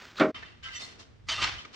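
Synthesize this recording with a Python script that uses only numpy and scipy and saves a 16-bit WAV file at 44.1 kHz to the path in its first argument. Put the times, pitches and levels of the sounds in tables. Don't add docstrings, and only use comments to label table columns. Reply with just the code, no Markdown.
import sys
import numpy as np
from scipy import signal
from scipy.fft import rfft, irfft, next_fast_len
from scipy.io import wavfile

SR = 44100
rng = np.random.default_rng(int(sys.argv[2]) if len(sys.argv) > 2 else 0)


def output_pcm(signal):
    pcm = np.clip(np.atleast_2d(signal).T, -1, 1) * 32767
    wavfile.write(sys.argv[1], SR, np.round(pcm).astype(np.int16))


N = 77175

# (f/Hz, level/dB)
RUMBLE_SPECTRUM = [(20, -17), (45, -5), (85, 0.5), (115, -1.5), (170, -17.5), (400, -31.5), (1500, -54)]
HUSH_SPECTRUM = [(30, -10), (230, 1), (450, -4), (900, -10.5), (1400, -10), (3000, -15), (6000, -23.5),
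                 (9000, -39), (11000, -47), (15000, -45.5)]
# (t/s, level/dB)
RUMBLE_ENVELOPE = [(0, -65), (.4, -56.5), (.48, -56.5), (.58, -58.5), (.67, -51.5), (.8, -64), (1.1, -60),
                   (1.3, -51.5), (1.38, -50.5), (1.435, -40.5), (1.5, -51.5), (1.56, -45.5), (1.61, -59.5),
                   (1.75, -72)]
HUSH_ENVELOPE = [(0, -60.5), (.35, -57.5), (.6, -64.5), (.95, -58), (1.1, -62.5), (1.22, -66.5), (1.4, -63),
                 (1.75, -57.5)]
# (f/Hz, side gain/dB)
SITE_WIDTH = [(30, 0), (90, -6.5), (250, 0.5), (2000, -1.5)]
# (f/Hz, level/dB)
GRIT_SPECTRUM = [(60, -15), (260, -5), (500, -7.5), (900, -6.5), (1400, 0), (2500, -4), (4000, -7),
                 (6300, -13), (8000, -24), (9300, -28), (11000, -30), (15000, -13.5)]
# (t/s, level/dB)
SLIDE_ENVELOPE = [(0, -49), (.04, -49), (.1, -53), (.155, -54.5), (.174, -45.5), (.192, -41), (.215, -40.5),
                  (.26, -56)]
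# (t/s, level/dB, f/Hz, bandwidth/Hz, T60/s)
GRIT_SNAPS = [(.169, -39, 3900, 500, 0.064), (0.1786, -42.5, 4000, 1500, .04),
              (0.185, -31.5, 1320, 350, 0.047), (0.197, -30.5, 3520, 1410, 0.056)]
# (f/Hz, relative level/dB, T60/s)
TILE_MODES = [(203, -13, 0.49), (242.2, -3.5, 0.23), (287.3, -4, 0.29), (313, -4.5, .35), (386, 0.5, 0.18),
              (533.5, -0.5, 0.18), (626, 0, 0.35), (733, -8.5, .2), (776, -8, 0.11), (1148, 1, 0.11),
              (1316, -3.5, 0.16), (1379, 4.5, 0.1), (1527, -3.5, .15), (1853, -5.5, 0.17), (2286, -6, .12)]
# (t/s, relative level/dB, cutoff f/Hz, crunch gain/dB)
IMPACTS = [(0.1983, -14.5, 5960, 12), (0.2051, -1.5, 1690, 0.5), (0.2145, -9.5, 1190, 6.5),
           (0.2454, -18.5, 804, 1)]
# (f/Hz, level/dB)
CRUNCH_SPECTRUM = [(50, -21), (130, -10.5), (230, 1), (420, 3), (900, -6.5), (1350, 1), (1700, -7.5),
                   (2200, -2), (2600, -9), (4000, -12.5), (5200, -25.5), (8000, -40.5), (10500, -66)]
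# (f/Hz, T60/s)
CRUNCH_DECAY = [(150, 0.36), (500, 0.28), (1500, 0.2), (4000, 0.13), (8000, 0.33)]
# (f/Hz, left minus right/dB)
LANDING_PAN = [(700, 0), (1300, -2), (4000, 0), (9000, -2.2)]
# (f/Hz, bandwidth/Hz, relative level/dB)
CONTACT_MODES = [(655, 43, -6.5), (1234, 47, 2.5), (1560, 130, -42), (2017, 72, 4.5), (2744, 68, 3.5),
                 (3055, 83, 2), (3596, 25, 4), (4210, 49, 3), (4650, 40, 1), (5330, 24, -3),
                 (5430, 110, -7), (5720, 70, -38), (6400, 50, -31), (7030, 42, -10)]
# (f/Hz, level/dB)
RASP_SPECTRUM = [(100, -14), (280, -4.5), (520, -10.5), (800, -5), (1150, -1), (2000, -1), (3000, -0.5),
                 (4400, -3), (6000, -6.5), (7800, -22.5), (9200, -29), (10800, -61), (15000, -52)]
# (t/s, rise/s, hold/s, release T60/s, level/dB, change over the hold/dB,
# ring gain/dB, bass gain/dB, treble gain/dB)
TOOL_STROKES = [(0.342, 0.0052, 0.023, 0.38, -44.5, -0.5, -0.5, -2, -13.5),
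                (0.421, 0.0067, .006, 0.051, -52, 1, -30, 7, -13),
                (0.437, 0.035, 0.056, 0.9, -57.5, -7.5, -2, -13, -14),
                (0.626, 0.014, 0.082, 0.29, -44.5, -8, 0, -10.5, -6),
                (0.714, 0.037, 0.051, 0.14, -45, -3.5, 8.5, -15, -5.5),
                (0.795, 0.017, 0.038, .18, -46, -2.5, 2.5, 12, 10),
                (0.869, .01, .055, 0.25, -55.5, -2.5, -2, -1, -1),
                (0.982, 0.023, 0.027, 0.072, -52, -5.5, -5, 10, 8.5),
                (1.266, 0.012, 0.0048, .05, -54.5, 4.5, 9, 6, 5),
                (1.285, 0.0043, 0.037, 0.14, -29.5, -2.5, -3, -7.5, -0.5),
                (1.335, 0.0076, 0.0657, 0.12, -40.5, 7.5, 1.5, -3, -8),
                (1.412, 0.013, 0.018, 0.07, -27, 2.5, -5, -3, -5),
                (1.45, 0.022, 0.036, 0.46, -34, -6.5, -5.5, -4, -7.5),
                (1.578, 0.0089, 0.043, 0.057, -54, -7.5, -1, 5.5, -1),
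                (1.649, 0.0049, 0.0044, 0.053, -48.5, -6.5, -2, 3, -6.5),
                (1.726, 0.019, .02, .2, -48, -6, -5, 0, 2)]
# (t/s, duration/s, f/Hz, level/dB)
TOOL_SQUEAKS = [(0.339, 0.043, 3077, -49), (0.43, 0.013, 1830, -43.5), (0.637, 0.046, 3060, -45.5),
                (0.645, 0.054, 1324, -51.5), (0.626, 0.12, 1590, -52), (0.684, 0.015, 2040, -46),
                (.748, .02, 2720, -46), (.745, 0.029, 3050, -57), (.746, 0.043, 5890, -46.5),
                (.748, 0.042, 7240, -56.5), (0.805, 0.05, 3640, -50), (0.834, 0.019, 4290, -45.5),
                (1.284, 0.055, 6350, -45.5), (1.298, 0.014, 3596, -35.5), (1.307, 0.032, 3052, -30.5),
                (1.307, 0.032, 641, -47.5), (1.329, .025, 2000, -38), (1.415, 0.052, 7330, -49.5),
                (1.429, 0.031, 1241, -36), (1.438, 0.0089, 4240, -32), (1.583, 0.02, 3055, -47.5),
                (1.648, 0.012, 1240, -49.5), (1.649, 0.0071, 2300, -48.5)]
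# (t/s, side gain/dB)
TOOL_WIDTH = [(.35, -1), (1.25, 0.5), (1.29, -31.5), (1.46, -5.5), (1.6, 1), (1.75, 0.5)]
# (f/Hz, gain/dB)
TREBLE_ROLLOFF = [(8000, 0), (9200, -3.5), (10500, -16), (15000, -13.5)]

KNOCK_DB, CRUNCH_DB, IMPACT_RISE_S = -21.5, 3.5, 0.0015
SLIPS_PER_S, SLIP_SPREAD_DB, CHATTER_DB, CHATTER_PER_S = 5000, 2.5, 2.17, 170
MODE_DRIFT_DB, MODE_DRIFT_PER_S = 4.5, 30
BASS_HZ, TREBLE_HZ = 920, 4000
SQUEAK_WAVER, SQUEAK_ROUGH_DB, SQUEAK_JITTER_PER_S = 0.016, 2.8, 450
GAP_START_S, GAP_END_S, GAP_DB, FADE_OUT_S, FADE_IN_S = 0.3195, 0.344, -13.5, 0.015, 0.00081
t = np.arange(N) / SR


def undb(db):
    return 10 ** (np.asarray(db) / 20)


def unit(x):
    return x / np.sqrt(np.mean(x ** 2))


def envelope(points):
    return undb(np.interp(t, *np.array(points).T))


def by_pitch(f, points):
    hz, values = np.array(points).T
    return np.interp(np.log(f + 1), np.log(hz), values)


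def shape(x, response):
    size = next_fast_len(2 * N)
    f = np.arange(size // 2 + 1) * SR / size
    return irfft(rfft(x, size) * response(f), size)[:N]


def colour(x, points):
    return shape(x, lambda f: undb(by_pitch(f, points)))


def below(f, corner_hz):
    return 1 / (1 + (f / corner_hz) ** 4)


def resonate(x, hz, width):
    return signal.lfilter(*signal.iirpeak(hz, hz / width, fs=SR), x)


def decay(age, t60):
    return np.exp(-np.log(1000) * np.maximum(age, 0) / t60)


def wander(rate):
    knots = rng.standard_normal(N // 10)
    return np.interp(t * rate, np.arange(len(knots)), knots)


def stereo(mid, side, pan_db=0):
    return np.array([(mid + side) * undb(pan_db / 2), (mid - side) * undb(-pan_db / 2)])


def building_site():
    rumble = unit(colour(rng.standard_normal(N), RUMBLE_SPECTRUM)) * envelope(RUMBLE_ENVELOPE)
    hush = unit(colour(rng.standard_normal(N), HUSH_SPECTRUM)) * envelope(HUSH_ENVELOPE)
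    return rumble + hush


def stick_slip():
    slips = rng.random(N) < SLIPS_PER_S / SR
    size = undb(SLIP_SPREAD_DB * np.minimum(rng.exponential(size=N), 4))
    polarity = np.sign(rng.standard_normal(N))
    chatter = undb(CHATTER_DB * wander(CHATTER_PER_S))
    return unit(slips * size * polarity * chatter)


def tile_slide():
    out = unit(colour(stick_slip(), GRIT_SPECTRUM)) * envelope(SLIDE_ENVELOPE)
    for start, db, hz, width, t60 in GRIT_SNAPS:
        band = resonate(rng.standard_normal(N), hz, width)
        grain = unit(resonate(band, hz, width))
        attack = np.clip((t - start) / 0.001, 0, 1)
        out += undb(db) * grain * attack * decay(t - start, t60)
    return out


def crunch(age, contact_response):
    noise = unit(colour(rng.standard_normal(N), CRUNCH_SPECTRUM))
    out = 0
    for band_hz, t60 in CRUNCH_DECAY:
        share = [(hz, float(hz == band_hz)) for hz, _ in CRUNCH_DECAY]
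        band = shape(noise, lambda f: contact_response(f) * by_pitch(f, share))
        out += band * decay(age, t60)
    return out


def tile_knock():
    modes = [(np.sin(2 * np.pi * (hz * t + rng.random())), hz, db, t60) for hz, db, t60 in TILE_MODES]
    out = 0
    for start, impact_db, cutoff_hz, crunch_db in IMPACTS:
        age = np.maximum(t - start, 0)
        contact = lambda f: 1 / np.hypot(1, f / cutoff_hz)
        ring = sum(undb(db) * contact(hz) * tone * decay(age, t60) for tone, hz, db, t60 in modes)
        dense = undb(CRUNCH_DB + crunch_db) * crunch(age, contact)
        attack = 1 - np.exp(-age / IMPACT_RISE_S)
        out += undb(impact_db) * (ring + dense) * attack
    return undb(KNOCK_DB) * out


def tile_landing(radiates_above_hz=126):
    radiation = signal.butter(2, radiates_above_hz, "highpass", fs=SR, output="sos")
    mono = tile_slide() + signal.sosfilt(radiation, tile_knock())
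    return np.array([shape(mono, lambda f: undb(sign * by_pitch(f, LANDING_PAN) / 2))
                     for sign in (1, -1)])


def tool_squeaks():
    out = 0
    for start, duration, hz, db in TOOL_SQUEAKS:
        progress = np.clip((t - start) / duration, 0, 1)
        swell = np.sqrt(np.abs(np.sin(np.pi * progress)))
        pitch = hz * (1 + SQUEAK_WAVER * wander(SQUEAK_JITTER_PER_S))
        phase = 2 * np.pi * np.cumsum(pitch) / SR
        amplitude = np.sqrt(2) * undb(db + SQUEAK_ROUGH_DB * wander(SQUEAK_JITTER_PER_S))
        out += amplitude * swell * np.exp(1j * phase)
    return out


def tool_strokes():
    clicks = stick_slip()
    ring = unit(sum(undb(db + MODE_DRIFT_DB * wander(MODE_DRIFT_PER_S)) * resonate(clicks, hz, width)
                    for hz, width, db in CONTACT_MODES))
    rasp = unit(colour(stick_slip(), RASP_SPECTRUM))
    out = 0
    for start, rise, hold, release, db, change_db, ring_db, bass_db, treble_db in TOOL_STROKES:
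        age = t - start
        attack = np.clip(age / rise, 0, 1)
        progress = np.clip((age - rise) / hold, 0, 1)
        force = attack * undb(db + change_db * progress) * decay(age - rise - hold, release)
        shelves = lambda f: undb(bass_db * below(f, BASS_HZ) + treble_db * (1 - below(f, TREBLE_HZ)))
        out += force * unit(shape(rasp + undb(ring_db) * ring, shelves))
    return out


def walls(x, tail_db=-11, t60_s=0.39, delay_s=0.008):
    tail = rng.standard_normal(N) * decay(t, t60_s) * (t > delay_s)
    return x + undb(tail_db) * signal.fftconvolve(x, tail / np.linalg.norm(tail))[:N]


def tool_scraping():
    squeaks = tool_squeaks()
    mid = walls(tool_strokes()) + squeaks.real
    side = walls(tool_strokes()) + squeaks.imag
    return stereo(mid, side * envelope(TOOL_WIDTH), pan_db=-0.5)


def scene():
    before = np.clip((GAP_START_S - t) / FADE_OUT_S, 0, 1)
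    after = np.clip((t - GAP_END_S) / FADE_IN_S, 0, 1)
    outside_gap = before + after
    site_mid = building_site() * (outside_gap + undb(GAP_DB) * (1 - outside_gap))
    site_side = colour(building_site(), SITE_WIDTH) * after
    return tile_landing() * before + tool_scraping() * after + stereo(site_mid, site_side)


def record(dry, ceiling=0.48, cutoff_hz=15700):
    rounded = dry / (1 + (dry / ceiling) ** 4) ** (1 / 4)
    dulled = np.array([colour(channel, TREBLE_ROLLOFF) for channel in rounded])
    lowpass = signal.ellip(8, 0.2, 70, cutoff_hz, fs=SR, output="sos")
    return signal.sosfilt(lowpass, dulled)


dry = scene()
out = record(dry)
output_pcm(out)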